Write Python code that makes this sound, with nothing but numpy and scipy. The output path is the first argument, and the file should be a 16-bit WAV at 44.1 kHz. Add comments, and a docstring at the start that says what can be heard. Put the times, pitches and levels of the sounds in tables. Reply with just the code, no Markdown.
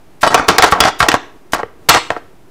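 """Sharp knocks, rattles and brief crunches: a chef's knife rocks through diced onion in a home kitchen.
The edge sprays tiny clicks from the onion and knocks the modes of a plastic board lying loose on a stone
counter; the board chatters in dense uneven taps, and a steel scraper lying on it rings when jolted.
The room answers with decaying noise over a faint kitchen tone. The close microphone overloads on the
hardest knocks."""
import sys
import numpy as np
from scipy import signal
from scipy.fft import rfft, irfft
from scipy.io import wavfile

SR = 44100
rng = np.random.default_rng(int(sys.argv[2]) if len(sys.argv) > 2 else 0)


def put_to_file(sound):
    """Save the sound as 16-bit audio at rate SR, in the file named by the first command-line argument."""
    columns = np.atleast_2d(sound).T  # one column per channel
    safe = np.clip(columns, -1, 1)
    whole_steps = np.round(safe * 32767)
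    wavfile.write(sys.argv[1], SR, whole_steps.astype(np.int16))


N = 110250  # 2.5 s

MODE_SPREAD_DB = 4  # standard deviation of each mode's strength from strike to strike


def from_db(db):
    """Decibels to amplitude gain."""
    return 10 ** (np.asarray(db) / 20)


def rms_one(x):
    """Scale to unit rms."""
    return x / np.sqrt(np.mean(x ** 2) + 1e-20)


def at_hz(points, hz, column=1):
    """Read a table column by interpolating on a log-frequency axis."""
    points = np.array(points)
    return np.interp(np.log(hz), np.log(points[:, 0]), points[:, column])


def band(x, low_hz, high_hz, order=2):
    """Butterworth band-pass."""
    edges = [low_hz, min(high_hz, 0.45 * SR)]
    return signal.sosfilt(signal.butter(order, edges, "band", fs=SR, output="sos"), x)


def ring(clicks, hz, t60):
    """A two-pole resonator: a unit click starts a decaying sine of height 1."""
    radius = from_db(-60 / (t60 * SR))
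    angle = 2 * np.pi * hz / SR
    feedback = [1, -2 * radius * np.cos(angle), radius ** 2]
    return signal.lfilter([0, np.sin(angle)], feedback, clicks + 1e-18)


def grains(per_s, spread_db):
    """Randomly timed clicks of uneven size and random sign, at unit rms."""
    size_db = spread_db * np.minimum(rng.exponential(1, N), 4)
    sizes = from_db(size_db) * rng.choice([-1, 1], N)
    return rms_one(sizes * (rng.random(N) < per_s / SR))


def spell(start_s, length_s, level_db, rise_s, fall_s):
    """Envelope: linear rise from the start, exponential fall once the length has passed."""
    t = np.arange(N) / SR - start_s
    rise = np.clip(t / rise_s, 0, 1)
    fall = np.exp(-np.maximum(t - length_s, 0) / fall_s)
    return from_db(level_db) * rise * fall


# The edge knocks on the board; levels are relative, crack and thump to their own knock:
# start_s, level_db, crack_db, thump_db, hardness_db_per_octave
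KNOCKS = [(.233, 8, -30.5, -29, 6), (0.275, -2, -19.5, -9, 5.5), (.344, 21, -22, -18, 0),
          (.379, -4.5, -26, -6, 1), (.397, -0.5, -42, -8, 0.5), (.486, 17, -19, -6.5, 3.5),
          (0.583, 14, -12, -14, -0.5), (0.623, 4.5, -8.5, -10, 3), (0.64, 18.5, -25.5, -27, 0),
          (.723, 5.5, -29, -3, 2.5), (0.804, 16, -9.5, -11, 0.5), (0.838, 1.5, -21, -9, 5.5),
          (0.853, -1, -16.5, -2.5, -1.5), (1.004, 9, -31, -2.5, 4.5), (1.028, -5.5, -31, 12, 10.5),
          (1.086, 11, -11.5, -20, 2.5), (1.117, -9.5, -10, -16, 11), (1.141, 9.5, -29.5, -26, -2.5),
          (1.534, 5, -27.5, -25, 1.5), (1.582, -18, -20, -8, -6.5), (1.632, -3.5, -47.5, -4.5, -2.5),
          (1.892, 13.5, -21.5, -18, 3), (1.941, -8, -11, -19, 3.5), (1.947, -1, -15, -32, 2),
          (2.104, 1.5, -34, -7, 0), (2.165, -7, -54.5, -15, -4)]
# Modes of the plastic board: pitch_hz, level_db, t60_s
BOARD_MODES = [(306.3, -15, 0.047), (455.3, -10.5, 0.049), (586.4, -10.5, 0.026), (721.3, -3, 0.027),
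               (850, -3, 0.023), (966, -7.5, 0.023), (1117.5, -3.5, 0.023), (1345, -1.5, 0.018),
               (1589, -4, 0.02), (1862, -3.5, 0.017), (2176, -9, 0.013), (2547, -15.5, 0.017),
               (3038, -13.5, .012), (4260, -17, 0.0049)]
# Low thump modes of the counter: pitch_hz, level_db, t60_s
COUNTER_MODES = [(42.2, -31.5, 0.027), (64, -16, 0.082), (107, -20, 0.16), (174.7, -18.5, 0.073)]
KNOCK_DB, CONTACT_HZ = -7, 5000  # trim on all modes; low-pass corner of the ringing
PIVOT_HZ = 820  # hardness tilts the board modes around this pitch
CRACK_DB, CRACK_T60_S, CRACK_LOW_HZ, CRACK_HIGH_HZ = 9.5, 0.017, 1800, 5850


def knocks():
    """Each knock strikes board and counter modes with varied strengths and adds a short bright crack."""
    start_s, level_db, crack_db, thump_db, hardness = np.transpose(KNOCKS)
    at = (start_s * SR).astype(int)
    modes = BOARD_MODES + COUNTER_MODES
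    spread = rng.standard_normal((len(at), len(modes)))
    signs = np.sign(rng.random(spread.shape) - 0.5)
    body = 0
    for k, (hz, mode_db, t60) in enumerate(modes):
        on_counter = k >= len(BOARD_MODES)
        color_db = thump_db if on_counter else hardness * np.log2(hz / PIVOT_HZ)
        strike_db = level_db + KNOCK_DB + mode_db + MODE_SPREAD_DB * spread[:, k] + color_db
        clicks = np.zeros(N)
        clicks[at] = from_db(strike_db) * signs[:, k]
        body = body + ring(clicks, hz, t60)

    kicks = np.zeros(N)
    kicks[at] = from_db(level_db + crack_db + CRACK_DB)
    fading = signal.lfilter([1], [1, -from_db(-60 / (CRACK_T60_S * SR))], kicks)
    crack = fading * rms_one(band(rng.standard_normal(N), CRACK_LOW_HZ, CRACK_HIGH_HZ))
    softened = signal.sosfilt(signal.butter(1, CONTACT_HZ, fs=SR, output="sos"), body)
    return softened + crack


# The board chatters on the counter; grit is relative to its own chatter:
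# start_s, length_s, level_db, grit_db, favoured_pitch_hz
CHATTERS = [(0.229, 0.021, -3.5, -17.5, 971), (0.264, 0.0065, -1.5, -19.5, 744),
            (0.303, 0.032, -9, -18.5, 800), (0.342, 0.0086, -4.5, -14.5, 810),
            (0.377, 0.019, -15, -15.5, 1000), (0.403, 0.028, -17.5, -34, 940),
            (0.441, 0.0043, -17.5, -21.5, 900), (0.482, 0.025, -3, -14, 1000),
            (.525, 0.039, -15.5, -20.5, 855), (0.587, 0.014, -5.5, -21, 776),
            (0.629, 0.017, 2.5, -16, 1138), (0.661, .024, -11.5, -13, 1100),
            (0.722, 0.0093, -1.5, -21.5, 991), (0.748, 0.044, -13, -29, 780), (0.811, 0.015, -6, -23, 805),
            (0.845, 0.043, -6, -15, 940), (1.002, 0.027, -8, -13, 1130), (1.021, 0.048, -13, -23, 756),
            (1.083, 0.013, -5, -17, 720), (1.121, 0.0073, -10.5, -16.5, 850),
            (1.145, 0.006, -3, -22.5, 670), (1.539, 0.0057, -10, -20.5, 1190),
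            (1.548, 0.019, -17, -17.5, 950), (1.587, 0.015, -14.5, -26, 780),
            (1.887, 0.011, 6, -21.5, 1296), (1.902, 0.058, -12.5, -22.5, 900),
            (1.942, 0.032, -5.5, -17.5, 1030), (2.105, 0.0044, -15.5, -28, 845),
            (2.112, 0.0072, -20.5, -20.5, 700), (2.122, 0.049, -28.5, -27, 755),
            (2.165, 0.011, -26, -23.5, 620)]
CHATTER_RISE_S, CHATTER_FALL_S = 0.0013, 0.01
TAPS_PER_S, TAP_SPREAD_DB = 3000, 4.5
FAVOUR_DB_PER_OCTAVE = 7  # loss of a mode with distance from the favoured pitch
GRIT_PER_S, GRIT_SPREAD_DB, GRIT_LOW_HZ, GRIT_HIGH_HZ = 4000, 3.5, 1920, 6000


def chatter():
    """Dense uneven taps drive the board modes nearest the favoured pitch and grind with a gritty hiss."""
    shakes = np.array([spell(start_s, length_s, level_db, CHATTER_RISE_S, CHATTER_FALL_S)
                       for start_s, length_s, level_db, _, _ in CHATTERS])
    grit_db, favoured_hz = np.transpose(CHATTERS)[3:]
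    taps = grains(TAPS_PER_S, TAP_SPREAD_DB)
    # loudness of the whole board under steady taps, used to level the rattle
    steady = sum(from_db(mode_db) * ring(taps, hz, t60) for hz, mode_db, t60 in BOARD_MODES).std()
    rattle = 0
    for k, (hz, mode_db, t60) in enumerate(BOARD_MODES):
        octaves_away = np.abs(np.log2(hz / favoured_hz))
        share = from_db(mode_db - FAVOUR_DB_PER_OCTAVE * octaves_away)
        shifted_taps = np.roll(taps, 997 * k)  # each mode gets the taps at another time
        rattle = rattle + ring(shifted_taps * (share @ shakes), hz, t60) / steady
    grit = rms_one(band(grains(GRIT_PER_S, GRIT_SPREAD_DB), GRIT_LOW_HZ, GRIT_HIGH_HZ))
    return rattle + (from_db(grit_db) @ shakes) * grit


# The edge crunches through onion: start_s, length_s, level_db
CRUNCHES = [(0.208, 0.017, -25), (0.466, 0.015, -42), (0.599, 0.0082, -44.5), (0.605, .015, -42),
            (0.702, 0.017, -29.5), (0.711, 0.014, -21), (0.797, 0.0042, -22), (0.986, 0.024, -25),
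            (1.52, 0.0044, -15), (1.525, 0.024, -22.5), (1.889, 0.0071, 24)]
CRUNCH_RISE_S, CRUNCH_FALL_S = 0.013, 0.0013
GRAINS_PER_S, GRAIN_SPREAD_DB, CRUNCH_LOW_HZ, CRUNCH_HIGH_HZ = 9000, 2.5, 1490, 8300


def crunches():
    """Onion cells burst in a swelling spray of tiny clicks that stops abruptly."""
    swell = sum(spell(start_s, length_s, level_db, CRUNCH_RISE_S, CRUNCH_FALL_S)
                for start_s, length_s, level_db in CRUNCHES)
    bursts = grains(GRAINS_PER_S, GRAIN_SPREAD_DB)
    return swell * rms_one(band(bursts, CRUNCH_LOW_HZ, CRUNCH_HIGH_HZ, order=1))


# The steel scraper is jolted: start_s, level_db
JOLTS = [(0.277, -18.5), (0.316, -31.5), (0.389, -27), (.640, -22.5), (1.03, -25.5), (1.972, -22.5)]
# Modes of the scraper: pitch_hz, level_db, t60_s
SCRAPER_MODES = [(2990, 0, .13), (3450, -8, .1), (3890, -4, .12), (4500, -7, .12), (4725, -6, .13),
                 (5370, -10, .1), (6600, -14, .1), (7950, -12, .11), (8970, -12, .1), (10500, -14, .08)]


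def scraper():
    """Each jolt strikes the steel's modes with strengths of its own."""
    start_s, level_db = np.transpose(JOLTS)
    at = (start_s * SR).astype(int)
    spread = rng.standard_normal((len(at), len(SCRAPER_MODES)))
    ringing = 0
    for k, (hz, mode_db, t60) in enumerate(SCRAPER_MODES):
        clicks = np.zeros(N)
        clicks[at] = from_db(level_db + mode_db + MODE_SPREAD_DB * spread[:, k])
        ringing = ringing + ring(clicks, hz, t60)
    return ringing


# Reverberation of the home kitchen, relative levels: pitch_hz, t60_s, level_db
KITCHEN = [(84.9, 0.43, -25), (170, .3, -19), (350, 0.54, -12), (690, 0.38, -17), (1670, 0.4, -16.5),
           (4440, 0.36, -11), (12000, .28, -52.5)]


def kitchen(close):
    """The room's response: octave bands of noise, each dying at its own rate."""
    t = np.arange(SR) / SR
    tail = 0
    for low_hz in 60 * 2.0 ** np.arange(8):
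        centre_hz = low_hz * np.sqrt(2)
        onset = np.clip(t / 0.002, 0, 1)
        decay = from_db(-60 * t / at_hz(KITCHEN, centre_hz)) * onset
        piece = band(rng.standard_normal(SR), low_hz, 2 * low_hz) * decay
        gain = from_db(at_hz(KITCHEN, centre_hz, column=2))
        tail = tail + gain * piece / np.sqrt(np.sum(decay ** 2))
    return signal.fftconvolve(close, tail)[:N]


# Spectrum of kitchen air and microphone hiss, relative density: pitch_hz, level_db (per Hz)
ROOM_TONE = [(12, -34), (20, -17), (32, -15), (116, -16.5), (150, -18), (193, -19.5), (377, -16),
             (513, -25), (607, -22.5), (4060, -41.5), (16000, -48.5)]
ROOM_TONE_DB, TONE_WAVER_DB = -46.5, 1  # rms level, and the spread of its slow drift


def room_tone():
    """Kitchen air and microphone hiss: noise shaped in frequency, its level wavering a little."""
    hz = np.maximum(np.fft.rfftfreq(N, 1 / SR), 1)
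    shape = from_db(at_hz(ROOM_TONE, hz)) * (hz > 15)
    air = irfft(rfft(rng.standard_normal(N)) * shape, N)
    waver = np.interp(np.arange(N), np.linspace(0, N, 40), rng.standard_normal(40))
    return from_db(ROOM_TONE_DB + TONE_WAVER_DB * waver) * rms_one(air)


def scene():
    """Knife, onion, board and scraper close by, with the kitchen around them."""
    close = knocks() + chatter() + crunches() + scraper()
    return (close + kitchen(close) + room_tone())[None]


OFFSET, CLIP_LEVEL, CUTOFF_HZ = 0.009, 0.94, 16300


def record(dry):
    """The microphone adds a small offset and flattens peaks in hard overload;
    a steep low-pass then leaves nothing audible above about 16 kHz."""
    flat = np.clip(dry + OFFSET, -CLIP_LEVEL, CLIP_LEVEL)
    # 70 dB down from the cutoff upward
    return signal.sosfilt(signal.cheby2(16, 70, CUTOFF_HZ, fs=SR, output="sos"), flat)


dry = scene()
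out = record(dry)
put_to_file(out)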